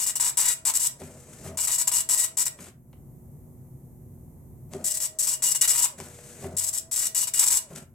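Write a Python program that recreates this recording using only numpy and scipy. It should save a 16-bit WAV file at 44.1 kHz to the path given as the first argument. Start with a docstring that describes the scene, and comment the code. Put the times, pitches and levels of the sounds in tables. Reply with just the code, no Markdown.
"""Pins of a dot matrix printer, left of centre, hammer out four lines of text over a humming carriage stepper.
After the first and third lines the carriage runs back with rustle and drone; its starts, turns and stops thud in
the chassis and desk, with small plastic ticks. Ventilation noise and mains hum run throughout and fill the pause
after the second line. The room answers the printer; a gain control lowers the level while the pins are loud."""
import sys
import numpy as np
from scipy import signal
from scipy.fft import rfft, irfft, next_fast_len
from scipy.io import wavfile
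from scipy.ndimage import uniform_filter1d, minimum_filter1d, map_coordinates

SR = 44100
rng = np.random.default_rng(int(sys.argv[2]) if len(sys.argv) > 2 else 0)


def materialize(psi):
    """Save the field psi as 16-bit PCM at rate SR to the path in sys.argv[1].

    A 1-D psi becomes a single channel; in a 2-D psi each row is a channel.
    """
    bounded = np.clip(np.atleast_2d(psi).T, -1, 1)
    quanta = np.round(bounded * 32767).astype(np.int16)
    wavfile.write(sys.argv[1], SR, quanta)


N = 350154
T = np.arange(N) / SR


def amp(db):
    """Gain of a level in dB."""
    return 10 ** (np.asarray(db) / 20)


def unit(x):
    """Scaled to rms 1."""
    return x / np.sqrt(np.mean(x ** 2) + 1e-20)


def along(points, hz):
    """(freq_hz, value) points read on a log frequency axis."""
    f, v = np.transpose(points)
    return np.interp(np.log(hz + 1), np.log(f + 1), v)


def wobble(knots_per_s):
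    """A smooth random curve through normal random knots."""
    knots = rng.standard_normal(2000)
    return map_coordinates(knots, [T * knots_per_s])


def filtered(x, response):
    """x times a complex response of frequency."""
    m = next_fast_len(N + 8192)
    return irfft(rfft(x, m) * response(np.fft.rfftfreq(m, 1 / SR)), m)[..., :N]


def struck(x, spectrum):
    """x through the minimum-phase response of energy 1 with this colour."""
    cep = irfft(np.log(amp(along(spectrum, np.fft.rfftfreq(4096, 1 / SR))) + 1e-4))
    cep[1:2048] *= 2  # fold the cepstrum: causal
    cep[2049:] = 0
    h = irfft(np.exp(rfft(cep)))
    return signal.fftconvolve(np.atleast_2d(x), h[None] / np.linalg.norm(h), axes=1)[:, :N]


def pulses(times_s, sizes):
    """Sharp pulses placed between samples by a windowed sinc."""
    at = times_s[:, None] * SR
    taps = np.floor(at) + np.arange(-7, 9)
    shape = np.sinc(taps - at) * np.cos(np.pi * (taps - at) / 17) ** 2
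    index = np.clip(taps, 0, N).astype(int)
    return np.bincount(index.ravel(), (sizes[:, None] * shape).ravel(), N + 1)[:N]


def noise(spectrum, channels=1):
    """Coloured noise of rms 1."""
    white = rng.standard_normal((channels, N))
    return unit(filtered(white, lambda hz: amp(along(spectrum, hz))))


COLUMN_HZ = 1925.7
CHARACTER_COLUMNS = 30
EDGE_DIP_DB, EDGE_SHARE = 2, .25  # fewer dots where two characters meet
WEIGHT_DB, COLOUR_DB = 2.17, 3  # spread of ring and of knocks from character to character
TRAIL_S, TRAIL_DB = .012, -8.5  # rear pins finish after the front ones
FIRST_DB, FIRST_S = -1, 0.002  # softer first columns: offset, decay time constant
# printed words and marks; knocks on every and every second column:
# start_s, end_s, pin_ring_db, every_knock_db, second_knock_db, guide_ring_db
PRINTED_WORDS = [(0, 0.047, -26, -52.5, -53, -44.5), (0.062, 0.111, -27.5, -50.5, -55.5, -50.5),
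                 (0.155, .171, -24, -52, -52, -48), (0.198, .278, -22.5, -51.5, -47, -50.5),
                 (0.272, .3, -26.5, -52, -47.5, -54.5), (.371, .434, -22.5, -60, -44, -49.5),
                 (0.436, 0.449, -25, -55.5, -48, -49), (0.45, 0.529, -22.5, -46.5, -50.5, -49),
                 (0.651, 0.707, -21.5, -49.5, -45.5, -55.5), (0.737, .741, -25, -49, -52, -61),
                 (.747, .775, -24, -47, -58.5, -54.5), (0.794, 0.802, -28.5, -52.5, -55.5, -57.5),
                 (0.799, 0.874, -24, -51.5, -53.5, -48.5), (1.572, 1.653, -24.5, -59, -52, -52),
                 (1.672, 1.711, -24.5, -49, -49.5, -55.5), (1.713, 1.764, -24, -51, -51.5, -52.5),
                 (1.78, 1.824, -23.5, -46.5, -50.5, -52), (1.873, 1.885, -19, -47.5, -41, -45),
                 (1.915, 2.013, -24, -53.5, -48, -45.5), (2.089, 2.148, -21, -48.5, -46, -46),
                 (2.159, 2.254, -23, -46.5, -55, -52), (2.37, 2.431, -22.5, -55.5, -48, -62),
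                 (2.454, 2.459, -22, -53, -66, -60), (2.464, 2.471, -22.5, -40, -47, -50.5),
                 (4.841, 4.886, -24, -62.5, -70, -73), (4.887, 4.924, -27.5, -63.5, -59, -53.5),
                 (4.939, 4.977, -29, -60, -61.5, -60), (5.001, 5.065, -28.5, -55.5, -62, -55.5),
                 (5.187, 5.218, -24.5, -60, -66, -59), (5.224, 5.265, -25.5, -57, -61.5, -61),
                 (5.269, 5.347, -25, -59, -54, -50.5), (5.421, 5.525, -23, -53, -53, -48.5),
                 (5.548, 5.564, -22, -56, -50.5, -44.5), (5.611, 5.657, -20, -39.5, -59.5, -41.5),
                 (5.676, 5.724, -20, -43, -52.5, -44), (5.732, 5.768, -21.5, -47, -51, -56),
                 (5.775, 5.86, -21, -54, -45.5, -54.5), (6.567, 6.6, -23, -65, -63, -55),
                 (6.604, 6.651, -27, -63.5, -57, -59), (6.665, 6.695, -27.5, -65.5, -56.5, -63),
                 (6.728, 6.787, -28, -61, -60, -58), (6.912, 6.955, -27.5, -64.5, -61.5, -69),
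                 (6.959, 7.072, -25, -51.5, -59.5, -50.5), (7.147, 7.246, -23, -55.5, -55.5, -48.5),
                 (7.271, 7.288, -27, -58.5, -53, -60), (7.336, 7.384, -24.5, -49, -65.5, -46),
                 (7.391, 7.444, -20.5, -49, -49, -48.5), (7.459, 7.488, -20, -55.5, -51, -52),
                 (7.502, 7.58, -21, -50.5, -47, -52)]


def text(times_s):
    """Gains of ring and knocks per column: words of equal character cells, with a weak trail."""
    gains = np.zeros((4, len(times_s)))
    weights = rng.standard_normal((len(PRINTED_WORDS), 4, 12))
    spread_db = np.c_[[WEIGHT_DB, COLOUR_DB, COLOUR_DB, COLOUR_DB]]
    for (start, end, *db), weight in zip(PRINTED_WORDS, weights):
        on = (times_s >= start) & (times_s < end + TRAIL_S)
        t = times_s[on]
        cells = (t - start) * COLUMN_HZ / CHARACTER_COLUMNS
        edge = np.clip((cells % 1 - 1 + EDGE_SHARE) / EDGE_SHARE, 0, 1)
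        shape_db = FIRST_DB * np.exp((start - t) / FIRST_S)
        shape_db = shape_db - EDGE_DIP_DB * np.sin(np.pi * edge) + TRAIL_DB * (t >= end)
        gains[:, on] = amp(np.add.outer(db, shape_db) + spread_db * weight[:, cells.astype(int)])
    return gains


# pin and head ring colour: freq_hz, density_db
HEAD_RING = [(1200, -36), (2500, -28.5), (4000, -22.5), (5200, -15), (6400, -13.5), (7200, -6.5),
             (7800, -0.5), (8500, -7), (9600, -10.5), (11000, -12), (12500, -11.5), (14000, -12.5),
             (16000, -17.5)]
# platen knock colour: freq_hz, level_db
PLATEN_KNOCK = [(300, -10.5), (640, -6), (1000, -3), (1400, 0.5), (1930, -2.5), (2400, 3), (2890, -11.5),
                (3400, -1), (3850, 1), (6000, -16.5)]
# paper guide ring colour: freq_hz, level_db
PAPER_GUIDE = [(2000, -39), (2650, -15.5), (2880, 6.5), (3100, -18.5), (4000, -43)]
FLIGHT_JITTER_S, REBOUND_S = 1.9e-5, 0.0014


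def pins():
    """Pins fire on the column clock, as many as the letter shapes need; each rattles as it rebounds."""
    times_s = np.arange(int(N / SR * COLUMN_HZ)) / COLUMN_HZ
    ring, every, second, guide = text(times_s)
    per_column = np.sqrt(SR / COLUMN_HZ)
    draw = rng.standard_normal((len(times_s), 6))
    # upright strokes fire many pins at once, never more than the head has
    stroke_db = 3.2 * np.tanh(1.5 * unit(uniform_filter1d(draw[:, 0], size=3)))
    fired = ring * amp(stroke_db) * per_column

    # unequal flight times blur the clock's upper overtones
    flight_s = FLIGHT_JITTER_S * draw[:, 1]
    force = 1 + 0.55 * np.tanh(0.27 * draw[:, 2])
    blows = amp(4.5) * pulses(times_s + flight_s, fired * force)
    spread = signal.lfilter([1], [1, -np.exp(-1 / (REBOUND_S * SR))], pulses(times_s, fired))
    shared, *own = rng.standard_normal((3, N))
    # rattling parts face the two ports differently
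    rattle = amp(-14.5) * spread * (shared + 0.58 * np.array(own))

    # a pin cannot fire on neighbouring columns: flat strokes beat at half the clock,
    # letter shapes shift the beat by one column now and then
    parity = np.cumprod(np.where(draw[:, 4] < 1.7, -1, 1))
    beat = amp(12.5) * every + amp(16) * second * parity
    uneven = amp(12.0) * np.hypot(every, second) * draw[:, 3]
    knock = struck(pulses(times_s, per_column * (beat + uneven)), PLATEN_KNOCK)
    flutter = parity + 1.3 * draw[:, 5]
    sheet = struck(pulses(times_s, per_column * amp(-1.5) * guide * flutter), PAPER_GUIDE)
    return struck(blows + rattle, HEAD_RING) + knock + sheet


# carriage stepper passes: start_s, end_s, step_rate_hz, hum_db, whine_db, whirr_db
CARRIAGE_PASSES = [(-.1, 0.981, 648.6, -51, -78, -53), (1.097, 1.44, 485, -54, -53.5, -55),
                   (1.481, 2.584, 648, -49.5, -81.5, -52.5), (4.76, 5.964, 628.3, -46.5, -75, -52),
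                   (6.04, 6.433, 482, -50.5, -52.5, -53), (6.458, 7.695, 652.4, -47, -76, -53.5)]
# gear whirr colour: freq_hz, density_db
GEAR_WHIRR = [(120, -22.5), (200, -3.5), (400, -1.5), (800, -8.5), (1500, -19.5), (3000, -33),
              (6000, -21.5), (9000, -22), (14000, -37.5)]
# belt and ribbon rustle colour, also weights the whine overtones: freq_hz, density_db
BELT_RUSTLE = [(700, -28.5), (1400, -9.5), (2400, -10.5), (3500, -16), (5500, -13.5), (8000, -4),
               (9900, -10), (13900, -10.5), (15500, -24.5)]
PULL_DB, PULL_S = 3, .08  # louder hum while getting up to speed: boost, decay time constant
RAMP_S, BRAKE_S, BRAKE_SHARE = 0.0067, 0.05, .18


def stepper():
    """Motor hum at the step rate, a whine of step overtones 12 to 18, and gear whirr."""
    out = np.zeros(N)
    drift_rad, swell, whirr = 0.59 * wobble(25), amp(2.2 * wobble(9.1)), noise(GEAR_WHIRR)[0]
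    orders = np.arange(18, 11, -1)
    for start, end, hz, hum_db, whine_db, whirr_db in CARRIAGE_PASSES:
        at = (T > start) & (T < end)
        t = T[at]
        on = np.clip(np.minimum(t - start, end - t) / RAMP_S, 0, 1)
        speed = 1 - BRAKE_SHARE * np.clip(1 - (end - t) / BRAKE_S, 0, 1)  # brakes at the end
        step = np.exp(1j * (2 * np.pi * hz * np.cumsum(speed) / SR + drift_rad[at]))
        hum = step + amp(-24.0) * step ** 2 + amp(-27) * step ** 3
        whine = step ** 12 * np.polyval(amp(along(BELT_RUSTLE, hz * orders)), step)
        hum_gain = amp(hum_db + PULL_DB * np.exp((start - t) / PULL_S))
        tone = (hum_gain * hum + amp(whine_db) * whine).real
        out[at] += on * (swell[at] * tone + amp(whirr_db) * whirr[at])
    return out


# ventilation colour: freq_hz, density_db
VENT_AIR = [(15, -28), (30, -15), (45, -18.5), (59, -6), (74, -12), (93, -7), (110, -13), (132, 0),
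            (185, -14), (300, -20.5), (500, -27.5), (950, -37), (1300, -47), (2500, -62)]
VENT_DB = -46.5
# left-right likeness of the ventilation: freq_hz, correlation
VENT_LIKENESS = [(60, 1), (240, 0.81), (950, 0.43), (3770, 0.07), (15000, 0.01)]
# mains hum overtones: freq_hz, level_db
MAINS_HUM = [(240, -58.5), (360, -64.5)]


def ventilation():
    """Noise rumble, nearly mono in the bass and wide in the treble, with faint mains overtones."""
    turn = lambda hz: np.arccos(np.clip(along(VENT_LIKENESS, hz), -1, 1)) / 2
    mid_side = lambda hz: np.array([np.cos(turn(hz)), np.sin(turn(hz))])
    mid, side = filtered(noise(VENT_AIR, channels=2), mid_side)
    hum = 0
    for hz, db in MAINS_HUM:
        hum = hum + amp(db + 1.1 * wobble(8.8)) * np.sin(2 * np.pi * hz * T + .3 * wobble(2.3))
    level = amp(VENT_DB + 0.37 * wobble(1.6))
    return level * np.array([mid + side, mid - side]) + np.sqrt(2) * hum


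# room decay: freq_hz, t60_s, level_db
ROOM_DECAY = [(100, .4, -26.5), (500, 0.341, 1), (1272, 0.33, -2.5), (3526, 0.2, -3), (9130, 0.21, -8.5),
              (15000, 0.13, -10.5)]


def office(x):
    """Each frequency of the room's answer dies at its own speed; a fresh random tail every third of a second."""
    out = np.zeros((2, N + SR))
    step, delay = SR // 3, 130  # samples
    modes = np.array(ROOM_DECAY)
    for at in range(0, N, step):
        hz, t, z = signal.stft(rng.standard_normal((2, step)), SR, nperseg=256)
        t60 = along(modes[:, :2], hz)[:, None]
        level_db = along(modes[:, ::2], hz)[:, None]
        scale = np.sqrt(2 * np.log(1000) / (t60 * SR))  # energy 1 before the level
        tail = signal.istft(z * amp(level_db - 60 * t / t60) * scale, SR, nperseg=256)[1]
        wet = signal.fftconvolve(x[None, at:at + step], tail, axes=1)
        out[:, at + delay:at + delay + wet.shape[1]] += wet
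    return out[:, :N]


# carriage runs back: start_s, end_s, rustle_db, drone_db
RUNS_BACK = [(.99, 1.47, -50, -51.5), (5.97, 6.477, -45.5, -52)]
# drive takes up or drops its load: peak_s, rustle_db, drone_db, hold_s, fade_t60_s
LOAD_JOLTS = [(1.003, -42.5, -41, .11, 0.27), (1.464, -37.5, -33.5, .03, 0.13),
              (1.504, -52.5, -38.5, .065, 0.098), (2.597, -40, -42, 0.089, 0.092),
              (4.748, -37, -30, 0.019, .12), (4.796, -49, -35, 0.052, 0.1),
              (5.992, -38.5, -35.5, 0.031, 0.37), (6.439, -36.5, -30, .03, 0.11),
              (6.487, -46.5, -33.5, .075, 0.067), (7.707, -43.5, -39.5, .125, .08),
              (7.764, -33.5, -59, .015, 0.087)]
# chassis drone colour: freq_hz, density_db
CHASSIS_DRONE = [(50, -25), (90, -11), (200, 0.5), (320, -11), (390, -1.5), (450, -14.5), (600, -3.5),
                 (800, -16.5), (1500, -27), (3000, -45), (5000, -58.5)]
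JOLT_RISE_DB_PER_S, RUSTLE_SAG_DB_PER_S, DRONE_SAG_DB_PER_S = 698, 37, 15


def drive():
    """Belt and ribbon rustle in fine grains while the chassis drones; both flare when the load changes."""
    power = np.zeros((2, N))
    for start, end, *db in RUNS_BACK:
        on = np.clip(np.minimum(T - start, end - T) / 0.012, 0, 1)
        power += np.outer(amp(db), on) ** 2
    for peak, rustle_db, drone_db, hold, t60 in LOAD_JOLTS:
        held = np.clip(T - peak, 0, hold)
        rise_db = -JOLT_RISE_DB_PER_S * np.maximum(peak - T, 0)
        edges_db = rise_db - 60 * np.maximum(T - peak - hold, 0) / t60
        rustle_jolt_db = rustle_db + edges_db - RUSTLE_SAG_DB_PER_S * held
        drone_jolt_db = drone_db + edges_db - DRONE_SAG_DB_PER_S * held
        power += amp([rustle_jolt_db, drone_jolt_db]) ** 2
    rustle, drone = np.sqrt(power)
    grain = amp(2.5 * wobble(160) + 1.1 * wobble(30))
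    rustling = rustle * unit(grain * noise(BELT_RUSTLE)[0])
    return rustling + drone * amp(2.9 * wobble(40)) * noise(CHASSIS_DRONE)[0]


# carriage starts, turns or stops: start_s, thud_db, swell_s, desk_boom_db, cover_ring_db
CARRIAGE_THUDS = [(1.001, -19.5, 0.043, -37, -31.5), (1.451, -22.5, 0.03, -33.5, -41.5),
                  (2.582, -57, .015, -43, -61), (4.73, -20, 0.024, -35.5, -21.5),
                  (5.982, -28, 0.0175, -36, -30.5), (6.429, -15.5, 0.043, -26.5, -16),
                  (7.72, -30, 0.014, -44, -42)]
# chassis modes: freq_hz, level_db, t60_s
CHASSIS_MODES = [(150, -3.5, 0.22), (246.8, -5.5, 0.301), (560, -21.5, 0.14), (810, -14, .08),
                 (1238, -23.5, .06), (2330, -23.5, .05)]
# desk boom: freq_hz, swell_s, t60_s
DESK_BOOM = (87, 0.015, 0.99)
# cover buzz: freq_hz, hold_s, t60_s
COVER_BUZZ = (390, 0.041, 0.033)
# small plastic contacts: start_s, level_db, body_db
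PLASTIC_TICKS = [(1.0176, -29, -7), (1.4626, -37, -11), (2.589, -38, -0.5), (2.6691, -34, -10),
                 (2.9298, -52, 0), (2.9697, -70, -2), (4.7356, -21, -19), (6.0018, -13.5, -18.5),
                 (6.1888, -36, -9.5), (6.4428, -31, -3), (7.7608, -17.5, -45), (7.7738, -30.5, -29)]
# tick crack colour: freq_hz, density_db
TICK_CRACK = [(700, -35.5), (2000, -19), (4000, -6), (8000, -0.5), (12000, -8), (15500, -19)]


def knocks():
    """Thuds swell into chassis modes, cover and desk; ticks are short cracks over a duller body."""
    out, t = np.zeros(N + SR), T[:SR // 2]
    desk_hz, desk_swell, desk_t60 = DESK_BOOM
    cover_hz, cover_hold, cover_t60 = COVER_BUZZ
    boom = amp(-60 * t / desk_t60) * (1 - np.exp(-(t / desk_swell) ** 2))
    boom = boom * np.sin(2 * np.pi * desk_hz * t)
    cover = amp(-60 * np.maximum(t - cover_hold, 0) / cover_t60) * np.sin(2 * np.pi * cover_hz * t)
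    for s, db, swell, boom_db, cover_db in CARRIAGE_THUDS:
        ring = 0
        for hz, level_db, t60 in CHASSIS_MODES:
            decay = amp(level_db + rng.normal(0, 2.5) - 60 * t / t60)
            ring = ring + decay * np.sin(2 * np.pi * (hz * t + rng.random()))
        onset = 1 - np.exp(-(t / swell) ** 2)
        thud = (amp(db) * ring + amp(cover_db) * cover) * onset
        out[round(s * SR):][:len(t)] += thud + amp(boom_db) * boom

    bright = np.tile(noise(TICK_CRACK)[0], 2)
    dull = np.tile(noise([(150, -23), (450, 7), (1200, -4), (2800, -8.5), (5000, -23.5)])[0], 2)
    for s, db, body_db in PLASTIC_TICKS:
        at = slice(round(s * SR), round(s * SR) + len(t))
        crack = amp(-60 * t / 0.004) * bright[at]
        body = amp(body_db + 10 - 60 * t / 0.041) * dull[at]
        out[at] += amp(db - 4.5) * (crack + body)
    return out[:N]


# left port louder than right: freq_hz, difference_db
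LEFT_LOUDER = [(60, 2.5), (900, 0), (2400, -0.5), (5000, 6.5), (6500, 10.5), (8500, 4), (12000, 1),
               (15000, 1)]
# left port ahead of right: freq_hz, lead_rad
LEFT_LEAD = [(100, 0), (2000, .35), (5000, 1.0), (7500, .5), (10000, 1.2), (15000, 2.9)]


def scene():
    """The printer reaches the left port first; the room answers its bright part, ventilation surrounds it."""
    printer = pins() + stepper() + drive() + knocks()
    # half of the level and phase difference on each port
    port = lambda hz: amp(along(LEFT_LOUDER, hz) / 2) * np.exp(.5j * along(LEFT_LEAD, hz))
    direct = filtered(printer, lambda hz: np.array([port(hz), 1 / port(hz)]))
    bright = filtered(printer.mean(axis=0), lambda hz: hz ** 4 / (hz ** 4 + 750 ** 4))
    return direct + office(bright) + ventilation()


def recover(cut_db, seconds):
    """A gain cut sets in at once and fades away exponentially."""
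    return np.exp(np.maximum.accumulate(np.log(cut_db) + T / seconds) - T / seconds)


# microphone noise colour: freq_hz, density_db
MIC_HISS = [(1200, -37), (2000, -15.5), (3700, -41), (5200, -27), (6500, -16), (9000, -12), (14000, -5.5),
            (14600, -14), (16000, -36)]
HISS_DB, TOP_HZ = -64.5, 15800


def record(dry):
    """Microphone hiss, look-ahead gain control with quick and held stages, soft peaks, band limit."""
    x = dry + amp(HISS_DB) * noise(MIC_HISS, channels=2)
    level_db = 10 * np.log10(np.abs(uniform_filter1d(np.mean(x ** 2, 0), size=400)) + 1e-12)
    loud = 1 / (1 + np.exp(-(level_db + 30.0) / 2.5))
    # running maxima: ahead, then back
    loud = -minimum_filter1d(-loud, size=301, origin=-150)
    held = -minimum_filter1d(-loud, size=16001, origin=8000)
    cut_db = recover(5 * loud, seconds=0.18) + recover(5.68 * held, seconds=0.092)
    x = x * amp(-uniform_filter1d(cut_db, size=200))
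    x = x / (1 + (x / .8) ** 4) ** .25
    return filtered(x, lambda hz: hz < TOP_HZ)


dry = scene()
out = record(dry)
materialize(out)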